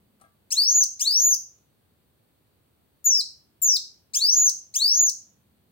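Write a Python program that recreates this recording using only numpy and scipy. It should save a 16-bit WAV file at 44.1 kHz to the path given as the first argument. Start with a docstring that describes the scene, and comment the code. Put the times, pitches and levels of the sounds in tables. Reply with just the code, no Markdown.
"""Caged bird, close, quiet room

A small caged bird sings close to a two-port microphone, left of centre, after one hop on its perch.
Three pairs of whistles: two arched up-slurs, two short down-slurs, two more arches. Each is a gliding
syrinx tone with overtones, weighted by throat and beak. Noise bursts ring perch and wire for the hop.
Echoes smear the bird; crackle follows its loudness, over rumble, hiss and a low drone that comes and goes."""
import sys
import numpy as np
from scipy import signal
from scipy.fft import rfft, irfft
from scipy.io import wavfile
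from scipy.ndimage import uniform_filter1d, minimum_filter1d

SR = 44100
rng = np.random.default_rng(int(sys.argv[2]) if len(sys.argv) > 2 else 0)


def int16_out(signal):
    """Quantize to a 16-bit WAV file."""
    q = np.round(np.clip(np.atleast_2d(signal).T, -1, 1) * 32767)
    wavfile.write(sys.argv[1], SR, q.astype(np.int16))


N = 251811
TIME = np.arange(N) / SR  # s
BINS = np.maximum(np.arange(N // 2 + 1) * SR / N, 1)  # Hz

# One arch: raspy scoop, steady climb, rounded top, sudden drop
# [t/s into the gesture, pitch f/Hz, relative drive level/dB, overtone strength level/dB]
ARCH_GESTURE = [(0, 1948, -36, -8), (.012, 2508, -29.5, -5), (.027, 3192, -28, 6), (.048, 3566, -31, 2.5),
                (.064, 3868, -24.5, -10.5), (.083, 4375, -17.5, -15.5), (.122, 4750, -21, -9),
                (.18, 5835, -18, -11.5), (.23, 6680, -18.5, -9), (.268, 6861, -16, -10.5),
                (.304, 6629, -18, -9), (.338, 6076, -15.5, -8.5), (.349, 5300, -24, 1),
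                (.355, 3613, -34.5, 13)]
# One down-slur: bright start, steady slide, sudden drop [columns as for the arch]
DOWN_GESTURE = [(0, 6933, -35.5, 3), (.009, 7010, -27, 4), (.018, 6900, -17.5, 3), (.034, 6810, -17, -13),
                (.052, 6487, -14.5, -16), (.073, 5917, -15, -21.5), (.125, 5270, -20.5, -14),
                (.15, 4900, -18.5, -12), (.159, 4100, -20, -10), (.165, 3800, -23, -3)]
# Places in each gesture that are pinned to times in the song [t/s]
ARCH_PINS = [0, .064, .18, .355]
DOWN_PINS = [0, .073, .165]
# Arches as sung [start t/s, end of scoop t/s, mid-climb t/s, end t/s, extra depth of drop f/Hz,
# relative level/dB, extra overtones of the high part level/dB]
ARCH_NOTES = [(.504, .566, .681, .843, 150, -.5, -3), (.993, 1.055, 1.172, 1.349, -650, -.3, 7),
              (4.134, 4.204, 4.310, 4.501, 100, 0, -2), (4.738, 4.803, 4.930, 5.101, 100, -.4, -1)]
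# Down-slurs as sung [start t/s, mid-slide t/s, end t/s, extra depth of drop f/Hz, relative level/dB,
# extra overtones of the high part level/dB, opening overshoot f/Hz, click before band-pass level/dB]
DOWN_NOTES = [(3.042, 3.108, 3.216, -130, -.5, 0, -50, -32.5), (3.616, 3.694, 3.772, 300, .5, -2, 600, -30)]
# Resonances of throat and beak: strongest at 4-7 kHz, weaker an octave up [f/Hz, gain level/dB]
THROAT_GAIN = [(1750, -34), (2200, -21), (3200, -17.5), (3600, -11.5), (4000, -6), (4400, -4.5), (6900, -1),
               (7400, -5.5), (8000, -4), (9500, -13.5), (11500, -24.5), (13600, -12.5), (15000, -7.5),
               (16000, -13)]
# Overtones of the syrinx, from twice the pitch upwards [relative level/dB]
OVERTONE_LEVELS = [2, -2.5, -3.5, -11, -16.5]
# Feet touching the perch [t/s, relative knock level/dB, relative wire ring level/dB]
FOOTFALLS = [(0.199, -61.5, -67), (0.212, -55.5, -54.5), (0.238, -53.5, -81)]
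# Modes of the perch [f/Hz, relative level/dB, t60 t/s]
PERCH_MODES = [(690, -5, .14), (785, 0, .09), (1173, 0, 0.15), (1300, 2.5, .07), (1610, -3.5, 0.069),
               (2050, -4, 0.041), (3300, -19, 0.036)]
# Modes of the cage wire [f/Hz, relative level/dB, t60 t/s]
WIRE_MODES = [(8780, -0.5, .07), (9050, 2, .06), (8700, -2, .05), (11635, -11.5, 0.031)]
# Straight path from the bird to each microphone port [f/Hz, gain level/dB]
LEFT_PATH = [(3000, 0.5), (4400, 2), (5600, 0.5), (6800, -1.5), (9000, 0.5), (14000, 3)]
RIGHT_PATH = [(3000, -7), (4400, -1.5), (5600, -4), (6800, -3), (9000, -12.5), (14000, -9)]
# Colour of the room's echoes [f/Hz, gain level/dB]
WALL_COLOUR = [(2700, -0.5), (4300, 3), (7000, -2), (9000, -1.5), (14000, -2)]
# Sharpest ticks of the crackle [t/s, level before band-pass/dB]
SHARP_TICKS = [(.613, -37), (.825, -32), (1.16, -34), (1.337, -32), (3.111, -35), (3.118, -27),
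               (3.665, -33), (3.758, -32), (4.339, -35), (4.961, -36)]
# Faint low drone in the room [t/s, level/dB]
DRONE_LEVEL = [(0, -65.5), (.5, -79.5), (1, -87), (3.5, -86), (4.6, -77.5), (5.7, -71.5)]
# Room rumble and microphone hiss [f/Hz, level/dB per Hz]
NOISE_FLOOR = [(28, -116), (48, -104), (66, -90.5), (100, -89.5), (170, -94.5), (400, -99), (900, -107),
               (2200, -113), (4600, -113), (5000, -121), (7400, -121), (7900, -115), (12000, -117),
               (13500, -112)]

HIGH_PART_HZ = (5324, 6800)  # the high part of a slur sets in over this range
OVERSHOOT_S, CLICK_DELAY_S = .014, .0012  # settling of an overshoot; start of down-slur to click
PORT_LAG_S = .000265  # the right port hears the bird this much later
ROOM_T60_S, ROOM_DB, EARLY_DB = 0.35, -9, -10.5
TOP_HZ, LIMITER_HOLD_S = 15900, .0016


def song():
    """Six whistles, and the click of the syrinx snapping open for the high-starting down-slurs."""
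    whistles = np.zeros(N)
    for row in ARCH_NOTES:
        whistles += whistle(slur(ARCH_GESTURE, ARCH_PINS, row[:4], *row[4:]))
    for row in DOWN_NOTES:
        whistles += whistle(slur(DOWN_GESTURE, DOWN_PINS, row[:3], *row[3:-1]))
    click_envelope = sum(undb(db) * fade(TIME - s - CLICK_DELAY_S, .012) for s, *_, db in DOWN_NOTES)
    clicks = rng.standard_normal(N) * click_envelope
    return whistles + band(clicks, low_hz=6500, high_hz=10000)


def slur(shape, pins, times, deeper_hz, level_db, bright_db, overshoot_hz=0):
    """One note hurries or lingers between pins: rows of (t/s, pitch f/Hz, drive/dB, overtones/dB)."""
    age, pitch, drive_db, overtone_db = np.transpose(shape)
    s = np.interp(age, pins, times)
    high = np.interp(pitch, HIGH_PART_HZ, [0, 1])
    overshoot = overshoot_hz * np.exp(-(age / OVERSHOOT_S) ** 2)
    drop = deeper_hz * (age == age[-1])  # only the last point moves
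    return np.transpose([s, pitch + overshoot - drop, drive_db + level_db, overtone_db + bright_db * high])


def whistle(table, waver=0.003, rasp=0.033, rasp_below_hz=3900, air_db=-14, buzz_db=7,
            flutter_db=2.5, attack_s=0.0031, release_s=0.0022):
    """A syrinx tone and its overtones slide through the fixed resonances of the throat."""
    s, pitch, drive_db, overtone_db = np.transpose(table)
    s = np.sort(s)
    on = (TIME > s[0]) & (TIME < s[-1])
    t = TIME[on]
    hz = uniform_filter1d(np.interp(t, s, pitch), size=220)

    # at low pitch the membranes are slack: they beat unevenly, buzz and let air hiss past
    slack = np.clip((rasp_below_hz - hz) / 1000, 0, 1)
    air = band(undb(air_db) * slack * rng.standard_normal(len(t)), low_hz=4260, high_hz=15990)
    # the hiss takes only half the throat's gain in dB
    air = irfft(rfft(air, N) * gain_at(BINS, THROAT_GAIN) ** .5, N)[:len(t)]
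    hz = hz * (1 + waver * walk(140)[on] + rasp * slack * walk(1500)[on])
    phase = 2 * np.pi * np.cumsum(hz) / SR

    tone = gain_at(hz, THROAT_GAIN) * np.sin(phase) + air
    richness = undb(np.interp(t, s, overtone_db))
    for k, db in enumerate(OVERTONE_LEVELS, 2):
        audible = np.clip((SR / 2 - k * hz) / 4000, 0, 1)  # fade out towards half the sample rate
        strength = richness * undb(db + buzz_db * slack ** 2 * (k > 2))
        tone = tone + audible * strength * gain_at(k * hz, THROAT_GAIN) * np.sin(k * phase)

    edge = np.minimum((t - s[0]) / attack_s, (s[-1] - t) / release_s)
    gate = np.sin(np.pi / 2 * np.clip(edge, 0, 1)) ** 2
    drive = undb(np.interp(t, s, drive_db) + flutter_db * walk(120)[on])
    out = np.zeros(N)
    out[on] = np.sqrt(2) * tone * gate * drive
    return out


def hop(scuff_s=0.11, tick_s=0.051, scratch_db=-4):
    """Each foot ticks against the cage wire and scuffs along the perch: noise bursts ring their modes."""
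    out = np.zeros(N)
    for s, knock_db, wire_db in FOOTFALLS:
        scuff = rng.standard_normal(N) * fade(TIME - s, scuff_s)
        tick = rng.standard_normal(N) * fade(TIME - s, tick_s)
        out += undb(knock_db) * ring(scuff / np.linalg.norm(scuff), PERCH_MODES)
        wire = ring(tick / np.linalg.norm(tick), WIRE_MODES)
        out += undb(wire_db) * (wire + undb(scratch_db) * tick)
    return out


def ring(push, modes):
    """A push rings a set of decaying modes."""
    t = TIME[:SR // 2]
    body = sum(undb(db) * fade(t, t60) * np.sin(2 * np.pi * hz * t) for hz, db, t60 in modes)
    return signal.fftconvolve(push, body)[:N]


def direct(x):
    """Straight sound from left of centre: the right port hears it later and duller."""
    near = gain_at(BINS, LEFT_PATH)
    far = gain_at(BINS, RIGHT_PATH) * np.exp(-2j * np.pi * BINS * PORT_LAG_S)
    return irfft(rfft(x) * np.array([near, far]), N)


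def room(x, first_s=0.0016, early_t60_s=0.11, treble_t60_s=0.29, treble_hz=8000):
    """Dense early echoes from cage and near wall, then the room's tail, different at each port."""
    t = TIME[:int(.8 * SR)]

    def echoes(db, t60):
        """Spectrum of the sound after a cloud of decaying reflections."""
        cloud = rng.standard_normal((2, len(t))) * fade(t - first_s, t60)
        cloud = cloud / np.linalg.norm(cloud, axis=1, keepdims=True)
        return rfft(undb(db) * signal.fftconvolve(x[None], cloud, axes=1)[:, :N])

    treble = 1 / (1 + (treble_hz / BINS) ** 10)  # air and walls swallow the treble sooner
    low_tail = np.sqrt(1 - treble) * echoes(ROOM_DB, ROOM_T60_S)
    treble_tail = np.sqrt(treble) * echoes(ROOM_DB, treble_t60_s)
    early = echoes(EARLY_DB, early_t60_s)
    return irfft((early + low_tail + treble_tail) * gain_at(BINS, WALL_COLOUR), N)


def crackle(bird, per_s=105, crackle_db=-16, spread_db=4):
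    """Random impulses scaled by the bird's loudness, with a few sharper ticks, all band-passed."""
    loudness = uniform_filter1d(np.abs(bird), size=220)
    spread = spread_db * np.clip(rng.standard_normal((2, N)), -2, 2)
    sizes = rng.choice([-1, 1], (2, N)) * undb(spread)
    ticks = (rng.random((2, N)) < per_s / SR) * sizes * loudness * undb(crackle_db)
    for s, db in SHARP_TICKS:
        ticks[:, int(s * SR)] += undb(db)  # alike at both ports
    return band(band(ticks, low_hz=610, high_hz=3700), low_hz=400, high_hz=4500)


def drone():
    """A narrow band of low noise, alike at both ports, sinks away and slowly swells again."""
    rumble = band(rng.standard_normal(N), low_hz=171, high_hz=240)
    return rumble / rumble.std() * undb(np.interp(TIME, *np.transpose(DRONE_LEVEL)))


def background(floor_db=0, alike_below_hz=330):
    """Faint shaped noise: room rumble, largely alike at both ports, under unrelated hiss."""
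    likeness = .8 / (1 + (BINS / alike_below_hz) ** 2)
    mid, side = rfft(rng.standard_normal((2, N)))
    mid, side = mid * np.sqrt(1 + likeness), side * np.sqrt(1 - likeness)
    ports = np.array([mid + side, mid - side])
    noise = irfft(ports * gain_at(BINS, NOISE_FLOOR), N)
    return undb(floor_db) * noise * np.sqrt(SR) / 2  # scales the floor to dB per Hz


def undb(db):
    """Decibels to gain."""
    return 10 ** (np.asarray(db) / 20)


def gain_at(hz, points):
    """Gain of a (f/Hz, level/dB) spectrum at the given frequencies, interpolated over log frequency."""
    f, db = np.transpose(points)
    return undb(np.interp(np.log(hz), np.log(np.sort(f)), db))


def walk(rate):
    """Smooth random motion of unit spread, with about `rate` new values per second."""
    k = max(int(SR / rate), 1)
    steps = np.repeat(rng.standard_normal(N // k + 1), k)
    smooth = uniform_filter1d(uniform_filter1d(steps, k), k)[:N]
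    return smooth / smooth.std()


def fade(t, t60):
    """Exponential decay that starts at t = 0 and falls 60 dB in t60 seconds."""
    return (t >= 0) * np.exp(-np.log(1000) * np.maximum(t, 0) / t60)


def band(x, low_hz, high_hz):
    """Gentle band-pass."""
    return signal.sosfilt(signal.butter(2, [low_hz, high_hz], "band", fs=SR, output="sos"), x)


def scene(song_db=2.77):
    """The bird in its room, as it reaches the two ports."""
    bird = undb(song_db) * song() + hop()
    return direct(bird) + room(bird) + crackle(bird) + background() + drone()


def record(dry, ceiling_db=-10.5):
    """A fast limiter, shared by both ports, holds down the loudest peaks; the top is cut steeply."""
    span = max(int(LIMITER_HOLD_S * SR), 1)
    peak = np.abs(dry).max(axis=0) + 1e-9
    allowed = np.minimum(1, undb(ceiling_db) / peak)
    gain = uniform_filter1d(minimum_filter1d(allowed, span), span)
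    top_cut = signal.ellip(10, .2, 80, TOP_HZ, fs=SR, output="sos")
    return signal.sosfilt(top_cut, dry * gain)


dry = scene()
out = record(dry)
int16_out(out)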